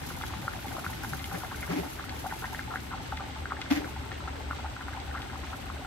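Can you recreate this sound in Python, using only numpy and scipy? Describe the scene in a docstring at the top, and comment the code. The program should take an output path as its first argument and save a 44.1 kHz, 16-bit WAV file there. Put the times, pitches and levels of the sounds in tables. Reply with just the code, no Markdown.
"""A small kitchen: thick soup at a rolling boil in an open saucepan, heard from just above the rim.
Bubbles burst in little clusters and thin films snap; each bubble is a short ringing note that rises in pitch.
Big pockets of steam gulp with low swelling notes and spatter, while small bubbles simmer and the depths rumble.
Random ticks make the fizz and the sizzle at the edge; filtered noise and steady tones make the room and cooker."""
import sys
import numpy as np
from scipy import signal
from scipy.fft import rfft, irfft, next_fast_len
from scipy.io import wavfile

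SR = 44100
rng = np.random.default_rng(int(sys.argv[2]) if len(sys.argv) > 2 else 0)


def int16_out(signal):
    """Quantize to a 16-bit WAV file."""
    q = np.round(np.clip(np.atleast_2d(signal).T, -1, 1) * 32767)
    wavfile.write(sys.argv[1], SR, q.astype(np.int16))


N = 258602
TIME = np.arange(N) / SR  # seconds


# the largest bursting bubbles, before POP_DB and the pan and kitchen:
# [start_s, level_db, pitch_hz, foam_db (the small bubbles around it, compared with the burst)]
BURSTING_BUBBLES = [(0.037, -30.5, 1670, -28), (0.104, -29.5, 1380, -6), (0.175, -32.5, 900, -8),
                    (0.212, -27.5, 1230, -10), (0.237, -27.5, 1360, -1), (0.300, -30, 1510, -1),
                    (0.337, -24.5, 1080, -11), (0.429, -35, 1170, 0), (0.480, -15.5, 1310, -18),
                    (0.536, -29, 1580, -11), (0.564, -31.5, 1000, -10), (0.656, -32.5, 850, -6),
                    (0.767, -31, 980, 0), (0.788, -33, 1130, 5.5), (0.844, -23.5, 1170, -4),
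                    (0.864, -18.5, 1360, -28), (0.899, -31, 880, -17), (0.932, -29, 1870, -22),
                    (1.037, -33.5, 810, 4.5), (1.046, -23.5, 1460, -19), (1.134, -20.5, 1450, -10),
                    (1.215, -34, 1090, -15), (1.314, -27, 1250, -4), (1.328, -36, 940, 6),
                    (1.345, -28, 1570, 0), (1.435, -23, 990, -7), (1.447, -31, 1410, -11),
                    (1.518, -28.5, 930, 0), (1.629, -22.5, 2000, -6), (1.678, -28, 1390, -7),
                    (1.713, -30, 1080, 4.5), (1.731, -40, 1200, -15), (1.780, -34, 710, -4),
                    (1.834, -31, 920, -2), (1.995, -24.5, 1120, -5.5), (2.040, -28, 1240, -18),
                    (2.095, -31, 1600, -10), (2.124, -34, 840, -4), (2.249, -31, 840, 4.5),
                    (2.312, -27, 1560, -1), (2.324, -26, 860, -5), (2.430, -34, 1000, 8.5),
                    (2.441, -24, 1470, 0.5), (2.451, -43, 875, -12), (2.531, -35.5, 880, 4),
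                    (2.547, -22.5, 1700, -18), (2.593, -19.5, 1600, -14), (2.714, -27, 1180, -3),
                    (2.739, -23, 1270, -11), (2.7575, -17.5, 1530, -8.5), (2.915, -28.5, 1290, 1),
                    (2.936, -26, 1180, -3), (3.003, -32.5, 830, -27), (3.122, -22.5, 1230, -13),
                    (3.125, -24.5, 814, -14), (3.206, -27.5, 1230, -2.5), (3.238, -40, 840, -19),
                    (3.364, -31.5, 1050, -6), (3.456, -21, 1470, -24), (3.508, -25.5, 1210, -4),
                    (3.520, -16.5, 1150, -12.5), (3.568, -26.5, 1660, -16), (3.614, -31, 1500, 0),
                    (3.662, -31.5, 1490, -6), (3.711, -31, 664, -26), (3.713, -23.5, 1650, -1.5),
                    (3.819, -31, 870, -12), (3.844, -26, 1470, -9), (3.876, -32, 1010, -13),
                    (3.963, -30.5, 850, -12), (4.043, -34, 1250, -14), (4.117, -26.5, 1770, -6),
                    (4.205, -33, 1230, -5), (4.280, -25, 1300, -5), (4.348, -35, 1340, -5),
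                    (4.510, -19.5, 1200, -7.5), (4.531, -25, 1100, -23), (4.593, -32, 870, -9),
                    (4.652, -35, 1290, 9), (4.765, -25, 1350, -23), (4.810, -28, 1400, -1),
                    (4.883, -24, 1330, -12), (4.932, -28.5, 1540, -5), (4.973, -29, 920, -6.5),
                    (5.15, -25, 1280, 0.5), (5.177, -29, 1590, 0), (5.229, -35, 1440, -3),
                    (5.299, -31, 1510, -9), (5.332, -28.5, 920, -6), (5.357, -30, 1140, -7),
                    (5.436, -32.5, 1110, 2), (5.532, -25.5, 1240, -2), (5.665, -32, 1120, -10),
                    (5.7, -26, 1090, -8), (5.848, -27.5, 1310, -27)]
POP_DB = 1.8
POP_CYCLES = 1.95  # wave cycles in which a large bubble fades to about a third


def bursts(foam_s, foam_lead_s, foam_octaves, foam_cycles, rise, count):
    """Large surface bubbles burst, each among a few smaller ones that give way one after another."""
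    start_s, level_db, pitch_hz, foam_db = np.transpose(BURSTING_BUBBLES)
    main = bubbles(start_s, from_db(level_db), pitch_hz, POP_CYCLES, rise, size=1400)
    draws = rng.standard_normal((len(start_s), 4, count))
    when, strength, pitch, ring = draws.transpose(1, 0, 2)
    # most of the foam follows the burst, ever weaker
    turn = (np.arange(count) + 0.5 + 0.3 * when) / count
    foam_starts = start_s[:, None] - foam_lead_s + foam_s * turn
    foam_gains = from_db((level_db + foam_db)[:, None] - 4.5 + 2 * strength - 4 * turn)
    # foam pitches scatter around a point midway between the burst and 1300 Hz
    foam_hz = np.sqrt(pitch_hz[:, None] * 1300) * 2 ** (foam_octaves * pitch)
    cycles = foam_cycles * 2 ** (0.3 * ring)
    foam = bubbles(foam_starts.ravel(), foam_gains.ravel(), foam_hz.ravel(), cycles.ravel(), rise, size=1000)
    return main + foam


def bubbles(starts, gains, pitches, cycles, rise, size):
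    """Each bubble opens within a cycle, rings down over a few more and rises in pitch."""
    age = np.arange(size) / SR
    turns = pitches[:, None] * age
    life = turns / np.reshape(cycles, (-1, 1))
    phase = 2 * np.pi * turns * (1 + rise * life / (1 + life))
    opening = 1 - np.exp(-1.5 * turns ** 2)
    rings = gains[:, None] * opening * np.exp(-life) * np.sin(phase)
    at = (np.maximum(starts, 0) * SR).astype(int)[:, None] + np.arange(size)
    # add every ring into one track
    return np.bincount(at.ravel(), rings.ravel(), N)[:N]


# thin films snapping, before SNAP_DB and the pan and kitchen: [start_s, level_db, pitch_hz]
FILM_SNAPS = [(0.221, -31, 3430), (0.682, -35, 2290), (1.194, -33, 2680), (1.2421, -27.5, 2870),
              (2.0944, -28.5, 3070), (3.1715, -29, 2460), (3.616, -24.5, 2900), (3.711, -24, 3260),
              (4.118, -38, 2250), (5.001, -34, 2470), (5.219, -30.5, 3070)]
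SNAP_DB = 2.5
# the tick of a tearing film: [pitch_hz, width_hz, level_db (click before filtering, compared with the snap)]
TEARING_TICK = (3000, 3000, 19)


def snaps(spray_s, octaves, spray_db, count):
    """A film tears with a bright tick and a quick spray of still smaller bubbles."""
    start_s, level_db, pitch_hz = np.transpose(FILM_SNAPS)
    shape = (len(start_s), count)
    spray_starts = start_s[:, None] + spray_s * rng.exponential(1, shape)
    spray_hz = pitch_hz[:, None] * 2 ** (octaves * rng.standard_normal(shape))
    spray_gains = np.repeat(from_db(level_db + spray_db), count)
    spray = bubbles(spray_starts.ravel(), spray_gains, spray_hz.ravel(), 2.6, 0.076, size=400)
    tick_hz, tick_width, tick_db = TEARING_TICK
    tears = np.bincount((start_s * SR).astype(int), from_db(level_db + tick_db), N)
    tick = resonate(resonate(tears, tick_hz, tick_width), tick_hz, tick_width)
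    snap = bubbles(start_s, from_db(level_db), pitch_hz, 1.3, 0.03, size=400)
    return tick + snap + spray


# big steam pockets, before the pan and kitchen: [start_s, level_db, pitch_hz, swell_s, spatter_db]
STEAM_POCKETS = [(1.112, -34, 122, 0.012, -62), (1.322, -31, 157, 0.018, -48), (1.688, -35, 375, .011, -55),
                 (1.692, -27, 161, .017, -41), (1.718, -28, 270, 0.014, -54),
                 (1.757, -24.5, 262, 0.011, -45), (1.770, -31, 358, .012, -58),
                 (1.774, -30, 160, 0.017, -58), (1.825, -36, 260, 0.016, -58),
                 (3.706, -14, 254, 0.0088, -31), (3.733, -33, 280, .011, -45),
                 (3.756, -23.5, 268, 0.0125, -40), (3.795, -37, 268, .022, -60)]
# tone colour of the spatter: [pitch_hz, level_db]
SPATTER_COLOUR = [(200, -31), (400, -1.5), (700, 10.5), (1000, 2), (2100, 8), (3200, -0.5), (5500, -4.5),
                  (9000, -13), (15000, -16.5)]


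def gulps(rise, spray_lead_s, spray_stretch, slosh_db, slosh_s, count):
    """A pocket of steam swells through the surface with a low note, sloshes shut and throws a spray of drops."""
    note, spray = np.zeros(N), np.zeros(N)
    age = TIME[:SR // 3]
    for start_s, level_db, pitch_hz, swell_s, spatter_db in STEAM_POCKETS:
        life = age / swell_s
        phase = 2 * np.pi * pitch_hz * age * (1 + rise * life)
        swell = life ** 1.5 * np.exp(-life ** 2 / 3)
        note[int(start_s * SR):][:len(age)] += from_db(level_db) * swell * np.sin(phase)
        # slower pockets stir up more soup
        when, pitch = rng.random((2, count))
        stirred = np.full(count, from_db(slosh_db) * swell_s / slosh_s)
        note += bubbles(start_s + 3 * swell_s * when, stirred, 200 * 3.8 ** pitch, 3.4, 0.11, size=3000)
        flight = age / (spray_stretch * swell_s)
        spray_start = int((start_s - spray_lead_s) * SR)
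        spray[spray_start:][:len(age)] += from_db(spatter_db) * flight * np.exp(1 - flight)
    return note, spray * crackle(2500, 2.6, SPATTER_COLOUR)


# strength of small bubbles by pitch: [pitch_hz, level_db]
SMALL_BUBBLE_STRENGTH = [(330, -5.5), (500, -4.5), (800, -1), (1050, -3.5), (1450, 0), (1900, -2),
                         (2800, 2), (4200, -20)]
SURFACE_DB = -50.5  # middle level of the small surface bubbles, before the pan


def simmer(size_db, cycles, count):
    """The whole surface is covered in small bubbles of every pitch from 330 to 4200 Hz."""
    when, size, pitch = rng.random((count, 3)).T
    hz = 330 * (4200 / 330) ** pitch
    # many weak bubbles, a few strong
    gains = from_db(at_hz(SMALL_BUBBLE_STRENGTH, hz) - size_db * np.log(size + 0.058))
    return rms_one(bubbles(when * N / SR, gains, hz, cycles, 0.078, size=800))


# level at the start, before the pan, then a slow easing off
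RUMBLE_DB, RUMBLE_EASE_DB_PER_S = -43.5, 3


def rumble(low_hz, high_hz, size_db, cycles, count):
    """Steam bubbles wobble up from the bottom of the pan with low notes."""
    when, size, pitch = rng.random((count, 3)).T
    hz = low_hz * (high_hz / low_hz) ** pitch
    gains = from_db(-size_db * np.log(size + 0.23))
    return rms_one(bubbles(when * N / SR, gains, hz, cycles, 0.09, size=4000))


# tone colour of the fizz: [pitch_hz, level_db]
FIZZ_COLOUR = [(400, -2.5), (1000, 3), (2200, 7), (3400, 6), (5000, 1), (7000, -3), (12000, -64)]
# level at the start, then a slow easing off
FIZZ_DB, FIZZ_EASE_DB_PER_S = -49, 0.5


def fizz():
    """Fine random ticks flare up and fade over a steady share."""
    level = from_db(FIZZ_DB - FIZZ_EASE_DB_PER_S * TIME)
    flares = spurts(per_s=90, fade_s=0.006, steady=3.2, wander_db=1.0)
    return level * flares * crackle(4500, 2.5, FIZZ_COLOUR)


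# sizzle on the hot wall, dying down on the way, before SIZZLE_DB: [time_s, level_db]
SIZZLE_LEVEL = [(0.0, -55), (0.08, -50), (0.18, -59), (0.25, -54), (0.36, -58), (0.62, -54), (0.77, -55.5),
                (0.85, -55), (1.0, -55.5), (1.08, -51), (1.22, -56.5), (1.32, -54), (1.38, -52.5),
                (1.45, -56.5), (1.92, -54.5), (2.1, -64), (2.23, -55), (2.35, -58.5), (2.41, -53.5),
                (2.56, -57), (2.68, -67), (2.8, -61), (2.94, -66), (3.59, -70), (3.88, -62.5),
                (4.19, -68.5), (5.12, -67), (5.86, -65)]
SIZZLE_DB = 7
# tone colour of the sizzle: [pitch_hz, level_db]
HOT_WALL_COLOUR = [(1500, -14), (4000, -2), (7000, -1), (8500, 0), (10600, -.5), (11400, -3.5),
                   (12000, -1.5), (13200, -6), (14300, -4.5), (15500, -6.5)]


def sizzle():
    """Drops boil off the hot wall at the edge in a bright, flaring crackle."""
    level = from_db(SIZZLE_DB) * gain_in_time(SIZZLE_LEVEL)
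    flares = spurts(per_s=55, fade_s=0.010, steady=0.8, wander_db=0.5)
    return level * flares * crackle(6000, 0.76, HOT_WALL_COLOUR)


def spurts(per_s, fade_s, steady, wander_db):
    """Drops land on hot metal: each flares at once and boils off, over a steady share; rms 1."""
    landings = (rng.random(N) < per_s / SR) * np.minimum(rng.exponential(1, N), 3)
    flare = signal.lfilter([1], [1, -np.exp(-1 / (fade_s * SR))], landings + 1e-18)
    power = steady + flare / flare.mean()
    return rms_one(np.sqrt(power) * from_db(wander_db * drift(16)))


def crackle(per_s, size_db, colour):
    """Tiny random ticks, most of them weak, a few strong; rms 1."""
    sizes = from_db(size_db * np.minimum(rng.exponential(1, (2, N)), 5))
    signs = rng.choice([-1, 1], (2, N))
    happens = rng.random((2, N)) < per_s / SR
    return spread(sizes * signs * happens, colour)


# ringing of the air in the pan above the soup, before ring_db: [pitch_hz, width_hz, level_db]
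PAN_RINGING = [(401, 16, 1), (577, 17, 2.5), (781, 61, 11), (873, 11.7, 13.5), (1257, 96, -4.5),
               (1473, 112, 7), (1865, 26, 5), (2094, 46, 11.5), (3360, 26, 10)]


def pan_air(pair, ring_db):
    """The air in the pan rings along with a stereo sound."""
    ringing = sum(from_db(db) * resonate(pair, hz, width) for hz, width, db in PAN_RINGING)
    return pair + from_db(ring_db) * ringing


KITCHEN_T60_S = 0.23  # time in which the kitchen's decay drops by 60 dB
EAR_LAG_S = 0.000085  # delay of the direct sound on the right


def pan_and_kitchen(x, ring_db, wall_s, wall_db, room_db):
    """Direct sound reaches the left first; the pan's air rings, its wall scatters and the kitchen answers."""
    direct = np.array([x, np.interp(TIME - EAR_LAG_S, TIME, x)])
    age = TIME[:SR // 2]
    wall_shape = (1 - np.exp(-age / 0.0072)) * np.exp(-age / wall_s)
    scatter = rms_one(spread(rng.standard_normal((2, len(age)))) * wall_shape)
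    room_shape = (1 - np.exp(-age / 0.011)) * from_db(-60 * age / KITCHEN_T60_S)
    tail = rms_one(spread(rng.standard_normal((2, len(age)))) * room_shape)
    echo = (from_db(wall_db) * scatter + from_db(room_db) * tail) / np.sqrt(len(age))
    wet = signal.fftconvolve(x[None], echo, axes=1)[:, :N]
    return pan_air(direct + wet, ring_db)


# cooker hum, before the growth: [pitch_hz, width_hz, level_db]; each width is doubled for two filters in a row
COOKER_HUM = [(72.2, 4.1, -42.5), (118, 8.5, -51.5), (264.7, 24.6, -52.5)]
# the hum grows half way: [time_s, level_db]
HUM_GROWTH = [(2.7, -4.5), (3.3, -0.5)]
# whine with mains sidebands: [pitch_hz, level_db]
COOKER_WHINE = [(7573, -61), (7693, -58.5), (7813, -73)]


def cooker():
    """A wavering low hum, and a thin high whine that reaches the two sides in nearly opposite phase."""
    hum = np.zeros(N)
    for hz, width, db in COOKER_HUM:
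        narrow = resonate(resonate(rng.standard_normal(N), hz, 2 * width), hz, 2 * width)
        hum += from_db(db) * rms_one(narrow)
    ears = np.array([[0], [2.8]])  # phase in radians, left and right
    whine = np.zeros((2, N))
    for hz, db in COOKER_WHINE:
        phase = 2 * np.pi * hz * TIME + 0.1 * drift(12) + ears
        whine += from_db(db) * np.sqrt(2) * np.sin(phase)
    return gain_in_time(HUM_GROWTH) * hum + whine


# tone colour of the room noise: [pitch_hz, level_db]
ROOM_COLOUR = [(15, -48), (28, -38), (40, -1.5), (60, 1), (95, -0.5), (140, -6), (200, -9), (300, -7),
               (480, -19), (850, -14.5), (1800, -18), (4000, -24.5), (9000, -47), (16000, -47)]


def room_noise():
    """Soft noise, strongest in the bass, fills the kitchen."""
    return from_db(-42.5) * spread(rng.standard_normal((2, N)), ROOM_COLOUR)


# likeness of left and right in diffuse sound, held within 0.98 either way:
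# [pitch_hz, correlation (1 same, 0 unrelated, -1 opposite)]
LEFT_RIGHT_LIKENESS = [(40, .8), (150, .75), (300, .4), (600, 0), (1400, .25), (2300, -.15), (3700, .2),
                       (5200, -.2), (6500, 0), (7300, -.45), (8000, -.95), (9200, -.93), (10200, -.1),
                       (11600, .9), (13500, .9), (15200, -.7)]


def spread(pair, colour=None):
    """Two unrelated signals become one diffuse stereo sound of a given colour; rms 1."""
    size = next_fast_len(pair.shape[1])
    hz = np.arange(size // 2 + 1) * SR / size
    alike = np.clip(at_hz(LEFT_RIGHT_LIKENESS, hz), -0.98, 0.98)
    tint = from_db(at_hz(colour, hz)) if colour else 1
    mid, side = rfft(pair, size) * tint
    mid, side = mid * np.sqrt(1 + alike), side * np.sqrt(1 - alike)
    return rms_one(irfft(np.array([mid + side, mid - side]), size)[:, :pair.shape[1]])


def resonate(x, hz, width):
    """A resonance lets through a band of the given width, with about unit gain on top."""
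    r = np.exp(-np.pi * width / SR)
    top = np.array([1, 0, -1]) * (1 - r * r) / 2
    feedback = [1, -2 * r * np.cos(2 * np.pi * hz / SR), r * r]
    return signal.lfilter(top, feedback, x + 1e-18)


def drift(per_s):
    """A random wander of rms 1, with straight lines between per_s random points a second."""
    knots = rng.standard_normal(int(per_s * N / SR) + 2)
    return rms_one(np.interp(TIME * per_s, np.arange(len(knots)), knots))


def from_db(db):
    """Decibels to gain."""
    return 10 ** (np.asarray(db) / 20)


def rms_one(x):
    """Scale to unit power."""
    return x / np.sqrt(np.mean(x ** 2) + 1e-20)


def gain_in_time(rows):
    """A curve of times and decibels as a gain per sample."""
    time_s, level_db = np.transpose(rows)
    return from_db(np.interp(TIME, time_s, level_db))


def at_hz(points, hz):
    """Read a table on a log-frequency axis."""
    table_hz, values = np.transpose(points)
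    return np.interp(np.log(hz + 1e-3), np.log(table_hz), values)


def scene():
    """The pan sits a little to the left; the gulps come from its far side and reach the right later."""
    note, spatter = gulps(rise=0.03, spray_lead_s=0.005, spray_stretch=1.6, slosh_db=-42.5,
                          slosh_s=0.0095, count=9)
    pops = from_db(POP_DB) * bursts(foam_s=0.024, foam_lead_s=0.008, foam_octaves=0.35, foam_cycles=2.7,
                                    rise=0.06, count=6)
    pops += from_db(SNAP_DB) * snaps(spray_s=0.003, octaves=0.38, spray_db=-9.5, count=12)
    pops = pan_and_kitchen(pops, ring_db=-6, wall_s=0.005, wall_db=-10.5, room_db=-15)

    # the small bubbles come in waves, from all over the pan
    surface = spread(np.array([simmer(size_db=3.2, cycles=4, count=2200) for side in range(2)]))
    deep = spread(np.array([rumble(low_hz=91.6, high_hz=320, size_db=6.5, cycles=1.84, count=500)
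                            for side in range(2)]))
    waves = from_db(SURFACE_DB + 1.43 * drift(21.99))
    depth = from_db(RUMBLE_DB - RUMBLE_EASE_DB_PER_S * TIME)
    soup = pan_air(waves * surface + depth * deep, ring_db=-3.0)

    gulp = pan_and_kitchen(note, ring_db=-4, wall_s=0.0047, wall_db=-20, room_db=-16)
    gulp = np.array([gulp[0], np.interp(TIME - 0.0006, TIME, gulp[1])])

    froth = fizz()
    edge = sizzle()
    background = room_noise() + cooker()
    # left and right levels
    pan = (pops + soup + gulp) * from_db([[1.0], [-1.1]])
    return pan + spatter + froth + edge + background * from_db([[0.7], [-0.7]])


CUTOFF_HZ = 15700


def record(dry):
    """The top is cut steeply."""
    low_pass = signal.ellip(10, 0.2, 80, CUTOFF_HZ, fs=SR, output="sos")
    return signal.sosfilt(low_pass, dry)


dry = scene()
out = record(dry)
int16_out(out)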